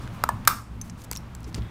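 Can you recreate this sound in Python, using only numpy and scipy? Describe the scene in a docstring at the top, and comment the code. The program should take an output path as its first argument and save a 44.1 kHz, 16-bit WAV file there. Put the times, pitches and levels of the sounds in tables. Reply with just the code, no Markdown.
"""A small room hums with low ventilation rumble and a soft hiss. Pages stir faintly, then three plastic
rings of a small binder are pressed shut one after another, close to the microphone. The last snap is
the hardest, and the room echoes each one. The binder is then turned: its vinyl cover ticks, the metal
press stud tinks and pages rustle. Finally it is laid on a table with soft knocks, and the table rings."""
import sys
import numpy as np
from scipy import signal
from scipy.fft import rfft, irfft, next_fast_len
from scipy.io import wavfile
from scipy.ndimage import uniform_filter1d

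SR = 44100
rng = np.random.default_rng(int(sys.argv[2]) if len(sys.argv) > 2 else 0)


def transcribe(signal):
    """Save signal, clipped to [-1, 1], as a 16-bit WAV file at the path in sys.argv[1]."""
    frames = np.atleast_2d(signal).T
    limited = np.clip(frames, -1, 1)
    pcm = np.round(limited * 32767).astype(np.int16)
    wavfile.write(sys.argv[1], SR, pcm)


N = 74970


def amp(db):
    """Turn decibels into a factor to multiply by."""
    return 10 ** (np.asarray(db) / 20)


def unit(x):
    """Scale x to an average strength (rms) of 1."""
    return x / np.sqrt(np.mean(x ** 2) + 1e-20)


def along(points, hz):
    """Read between (frequency [Hz], value) points, spacing the octaves evenly."""
    freqs, values = np.transpose(points)
    return np.interp(np.log(hz + 1), np.log(freqs + 1), values)


def curve(points):
    """Join (time [s], value) points with straight lines, one value per sample."""
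    return np.interp(np.arange(N) / SR, *np.transpose(points))


def filtered(x, gain):
    """Turn each frequency in x up or down by gain(hz)."""
    size = next_fast_len(len(x) + 8192)
    return irfft(rfft(x, size) * gain(np.fft.rfftfreq(size, 1 / SR)), size)[:len(x)]


def noise(colour_db):
    """Noise of strength 1, with its mix of low and high set by colour_db(hz)."""
    return unit(filtered(rng.standard_normal(N), lambda hz: amp(colour_db(hz))))


def band(centre_hz, octaves):
    """Noise that is strongest around one pitch."""
    def colour_db(hz):
        hump = -40 * np.log10(1 + (np.log2((hz + 1) / centre_hz) / octaves) ** 2 / 2)
        bass_cut = -10 * np.log10(1 + (centre_hz / (hz + 1) / 10) ** 4)
        return hump + bass_cut
    return noise(colour_db)


def decay(t60, hold=0):
    """Stay full for hold seconds, then fall 60 dB every t60 seconds (the fade time)."""
    return amp(-60 * np.maximum(np.arange(N) / SR - hold, 0) / t60)


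def ringing(tones):
    """The fading tones of a struck object, each at a slightly random level."""
    t = np.arange(N) / SR
    return sum(amp(db + rng.standard_normal()) * np.sin(2 * np.pi * hz * t) * decay(t60)
               for hz, db, t60 in tones)


def add(out, start_s, x):
    """Mix x into out from start_s on."""
    i = max(round(start_s * SR), 0)
    out[i:] += x[:N - i]


def taps(rows):
    """Each contact is a burst of noise that dies quickly."""
    out = np.zeros(N)
    for start_s, db, hz, octaves, t60 in rows:
        add(out, start_s, amp(db) * band(hz, octaves) * decay(t60))
    return out


def background():
    """Ventilation rumbles unevenly; a soft hiss is quieter after the hardest snap."""
    # tone colour of each noise (frequency [Hz], relative level [dB])
    rumble_colour = [(20, -16), (32, -14.5), (42, -8.5), (50, -10), (60, 1.5), (76, -8), (95, -13),
                     (110, 2), (140, -15), (172, -9), (198, -15), (225, -11), (290, -23), (420, -33.5),
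                     (900, -58)]
    hiss_colour = [(210, 3), (350, 0), (467, -3.5), (522, -2), (830, -1), (1060, 0.5), (1300, -3),
                   (1910, -9.5), (2070, -8.5), (14100, -34), (16000, -42)]
    # loudness of each noise (time [s], level [dB])
    rumble_level = [(0, -35), (.2, -34), (.28, -37), (.33, -31.5), (.42, -36), (.55, -35.5), (.64, -48),
                    (.72, -38), (.95, -38), (1.04, -43.5), (1.19, -37), (1.28, -40), (1.36, -38),
                    (1.5, -38), (1.64, -32.5), (1.7, -42.5)]
    hiss_level = [(0, -43.5), (.1, -45), (.22, -43), (.33, -48), (.44, -46.5), (.62, -52), (.9, -50.5),
                  (1.25, -49), (1.5, -49.5), (1.7, -49)]
    rumble = amp(curve(rumble_level)) * noise(lambda hz: along(rumble_colour, hz))
    hiss = amp(curve(hiss_level)) * noise(lambda hz: along(hiss_colour, hz))
    return rumble + hiss


def room(x, delay_s=.004):
    """The walls return x as a blurred echo, new each time; each frequency fades at its own speed."""
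    # how long the echo lasts (frequency [Hz], fade time [s])
    fade_times = [(200, 0.29), (1300, 0.34), (3000, 0.27), (7000, 0.4), (15000, 0.23)]
    # tone colour of the echo (frequency [Hz], relative level [dB])
    colour = [(200, 12), (800, -1.5), (1280, 1), (1800, -3.5), (2500, 2.5), (6000, -6.5), (15000, -5.5)]
    hz, t, spectrum = signal.stft(rng.standard_normal(SR // 2), SR, nperseg=256)
    fade = amp(-60 * t / along(fade_times, hz)[:, None])
    tail = signal.istft(spectrum * fade * amp(along(colour, hz))[:, None], SR, nperseg=256)[1]
    delayed = np.pad(x, (round(delay_s * SR), 0))
    return signal.fftconvolve(delayed, tail / np.linalg.norm(tail))[:N]


def pages(grain_db=2.5):
    """Paper and vinyl slide with grainy swishes."""
    # slides (start [s], length [s], level [dB], centre [Hz], width [octaves])
    rustles = [(0.0, 0.067, -54, 3940, 1.2), (0.119, .07, -59.5, 6100, 2.8), (0.819, 0.085, -57, 6000, 1.7),
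               (0.965, 0.079, -56, 5400, 1.4), (1.033, 0.023, -48, 6830, 1.6),
               (1.104, 0.098, -52.5, 4500, 3.6), (1.464, 0.043, -55.5, 5240, 1.2),
               (1.543, 0.061, -53.5, 3900, 0.75), (1.584, 0.15, -56.5, 1780, 0.46),
               (1.586, 0.16, -59.5, 3440, 0.13)]
    out, t = np.zeros(N), np.arange(N) / SR
    for start_s, length, db, hz, octaves in rustles:
        grains = amp(grain_db * unit(uniform_filter1d(rng.standard_normal(N), size=60)))
        stroke = np.sin(np.pi * np.clip(t / length, 0, 1))
        add(out, start_s, amp(db) * stroke * unit(grains * band(hz, octaves)))
    return out


def table(settle_s=1.575):
    """The binder knocks softly on the table, whose top rings on as the binder settles."""
    # knocks (time [s], level [dB], centre [Hz], width [octaves], fade time [s])
    knocks = [(1.1145, -27, 550, 1.2, 0.02), (1.1670, -38, 1110, 0.23, 0.017), (1.468, -39, 291, 0.39, 0.2),
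              (1.558, -40, 302, 2.1, 0.099), (1.581, -32.5, 312, 1.25, 0.046)]
    # tones of the table top (pitch [Hz], level [dB], fade time [s])
    tones = [(313.6, -39, .2), (369, -49, 1)]
    out = taps(knocks)
    add(out, settle_s, ringing(tones))
    return out


def stud(brushed_s=0.8142):
    """The metal press stud is brushed and rings briefly."""
    # tones of the stud (pitch [Hz], level [dB], fade time [s])
    tones = [(5400, -45, .02), (6230, -28.5, 0.032), (7250, -38, 0.025), (9790, -35, 0.026),
             (13200, -43, 0.024)]
    out = np.zeros(N)
    add(out, brushed_s, ringing(tones))
    return out


def cover_ticks(dull_hz=1412, dull_octaves=1.12, dull_t60=.016):
    """Each bright tick of the vinyl also shakes the cover, which adds a duller tap. The narrow ping at 1.172 s
    is the metal press stud ringing once more."""
    # ticks (time [s], level [dB], centre [Hz], width [octaves], fade time [s], dull tap level [dB])
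    ticks = [(0.076, -40, 4000, 0.73, 0.0068, -38), (0.4513, -37.5, 6500, 1.5, 0.011, -34.5),
             (0.8152, -43, 8000, 0.54, .025, -45.5), (0.8979, -36, 6160, 0.4, 0.021, -45),
             (1.018, -44, 5040, 1.4, 0.026, -48), (1.0422, -47, 6800, 0.92, 0.033, -61),
             (1.1137, -16.5, 7800, 0.77, 0.0063, -35.5), (1.1240, -37, 7000, 1.1, 0.018, -42),
             (1.1278, -34.5, 7540, 0.62, .02, -49), (1.1316, -30, 3970, 1.5, 0.01, -38),
             (1.1529, -36, 6300, 0.2, 0.032, -41), (1.1620, -26, 4600, 0.68, 0.0074, -42),
             (1.1717, -31, 7800, 1.2, 0.0095, -64), (1.1720, -31, 5580, .06, 0.027, -57),
             (1.3505, -29, 7020, 0.7, 0.0054, -45.5), (1.405, -47, 6960, 1.1, 0.012, -62),
             (1.431, -48, 7000, 1.1, .012, -49), (1.442, -44, 5200, 0.49, 0.04, -54),
             (1.528, -45, 4970, 0.62, 0.0089, -58), (1.5448, -31, 5100, 0.49, 0.02, -35),
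             (1.5488, -28, 5860, 0.59, 0.0073, -37.5), (1.6217, -45, 3150, 0.33, 0.012, -55)]
    bright = [tick[:5] for tick in ticks]
    dull = [(start_s, dull_db, dull_hz, dull_octaves, dull_t60) for start_s, *_, dull_db in ticks]
    return taps(bright) + taps(dull)


def crack(tilt_db, scrape_s, t60=.013):
    """A ring's tips scrape past each other in a bright burst; tilt_db tips the treble up or down."""
    # tone colour of the crack (frequency [Hz], relative level [dB])
    colour = [(250, -10), (450, -17.5), (800, 7.5), (1500, 7.5), (2100, -2), (2800, -7), (4000, -1),
              (5500, -1), (7000, -2), (9200, 0.5), (11000, -3), (15200, 2.5), (16500, -33.5)]
    burst = noise(lambda hz: along(colour, hz) + tilt_db * np.log2(np.maximum(hz, 1000) / 1000))
    return burst * decay(t60, scrape_s)


def snaps(rise_s=0.00056, pop_t60=.006, directions=3):
    """As each ring shuts, the spine pops with falling pitch, the ring sounds and its tips crack."""
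    # snaps (time [s], pop level [dB], pop pitch [Hz], pitch fall [octaves/s], pop hold [s], scrape [s],
    # crack level [dB], crack tilt [dB/octave], ring gain [dB], echo gain [dB])
    closings = [(0.2382, -12.5, 1456, 265, .0016, .0009, -15.5, -3, -16, -18),
                (0.2899, -12, 1420, 200, .0034, .0010, -23, -2, -27, -13.5),
                (0.4746, -7, 1370, 40, .0045, 0.00445, -9.5, 1, -15, -11)]
    # one list of tones for each ring, in snap order (pitch [Hz], relative level [dB], fade time [s])
    ring_tones = [
        [(600, -2, 0.013), (815, -13, 0.023), (1300, -2, 0.027), (1760, -13.5, 0.014), (5420, -5, .005),
         (6790, -5, .005)],
        [(641, 2, 0.013), (1725, 4.5, 0.059), (3020, -9, .012), (8600, -9.5, .042)],
        [(850, -4, .022), (1300, -25, 0.043), (1600, 3.5, 0.031), (1800, -22.5, 0.018), (2380, -4.5, 0.023),
         (5365, 1.5, 0.025), (8740, -6.5, 0.014), (12400, -1.5, 0.014)],
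    ]
    out, t = np.zeros(N), np.arange(N) / SR
    swell = 1 - np.exp(-(t / rise_s) ** 2)
    for closing, tones in zip(closings, ring_tones):
        start_s, pop_db, pop_hz, fall, hold_s, scrape_s, crack_db, tilt_db, ring_db, echo_db = closing
        pitch = pop_hz * 2 ** (-fall * t)
        pop = np.sin(2 * np.pi * np.cumsum(pitch) / SR) * decay(pop_t60, hold_s)
        body = swell * (amp(pop_db) * pop + amp(ring_db) * ringing(tones))
        # the crack reaches the walls differently in each direction
        crack_echo = sum(room(crack(tilt_db, scrape_s)) for _ in range(directions)) / np.sqrt(directions)
        direct = body + amp(crack_db) * crack(tilt_db, scrape_s)
        echo = room(body) + amp(crack_db) * crack_echo
        add(out, start_s, direct + amp(echo_db) * echo)
    return out


def scene(echo_db=-19):
    """The snaps, the handling of the binder with its echo, and the background, in one channel."""
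    handling = cover_ticks() + table() + stud() + pages()
    return (snaps() + handling + amp(echo_db) * room(handling) + background())[None]


def record(dry, ceiling=.95, top_hz=15600):
    """The recorder rounds off the highest peaks and cuts the treble above top_hz."""
    rounded = dry[0] / (1 + np.abs(dry[0] / ceiling) ** 6) ** (1 / 6)
    return filtered(rounded, lambda hz: 1 / np.sqrt(1 + (hz / top_hz) ** 120))[None]


dry = scene()
out = record(dry)
transcribe(out)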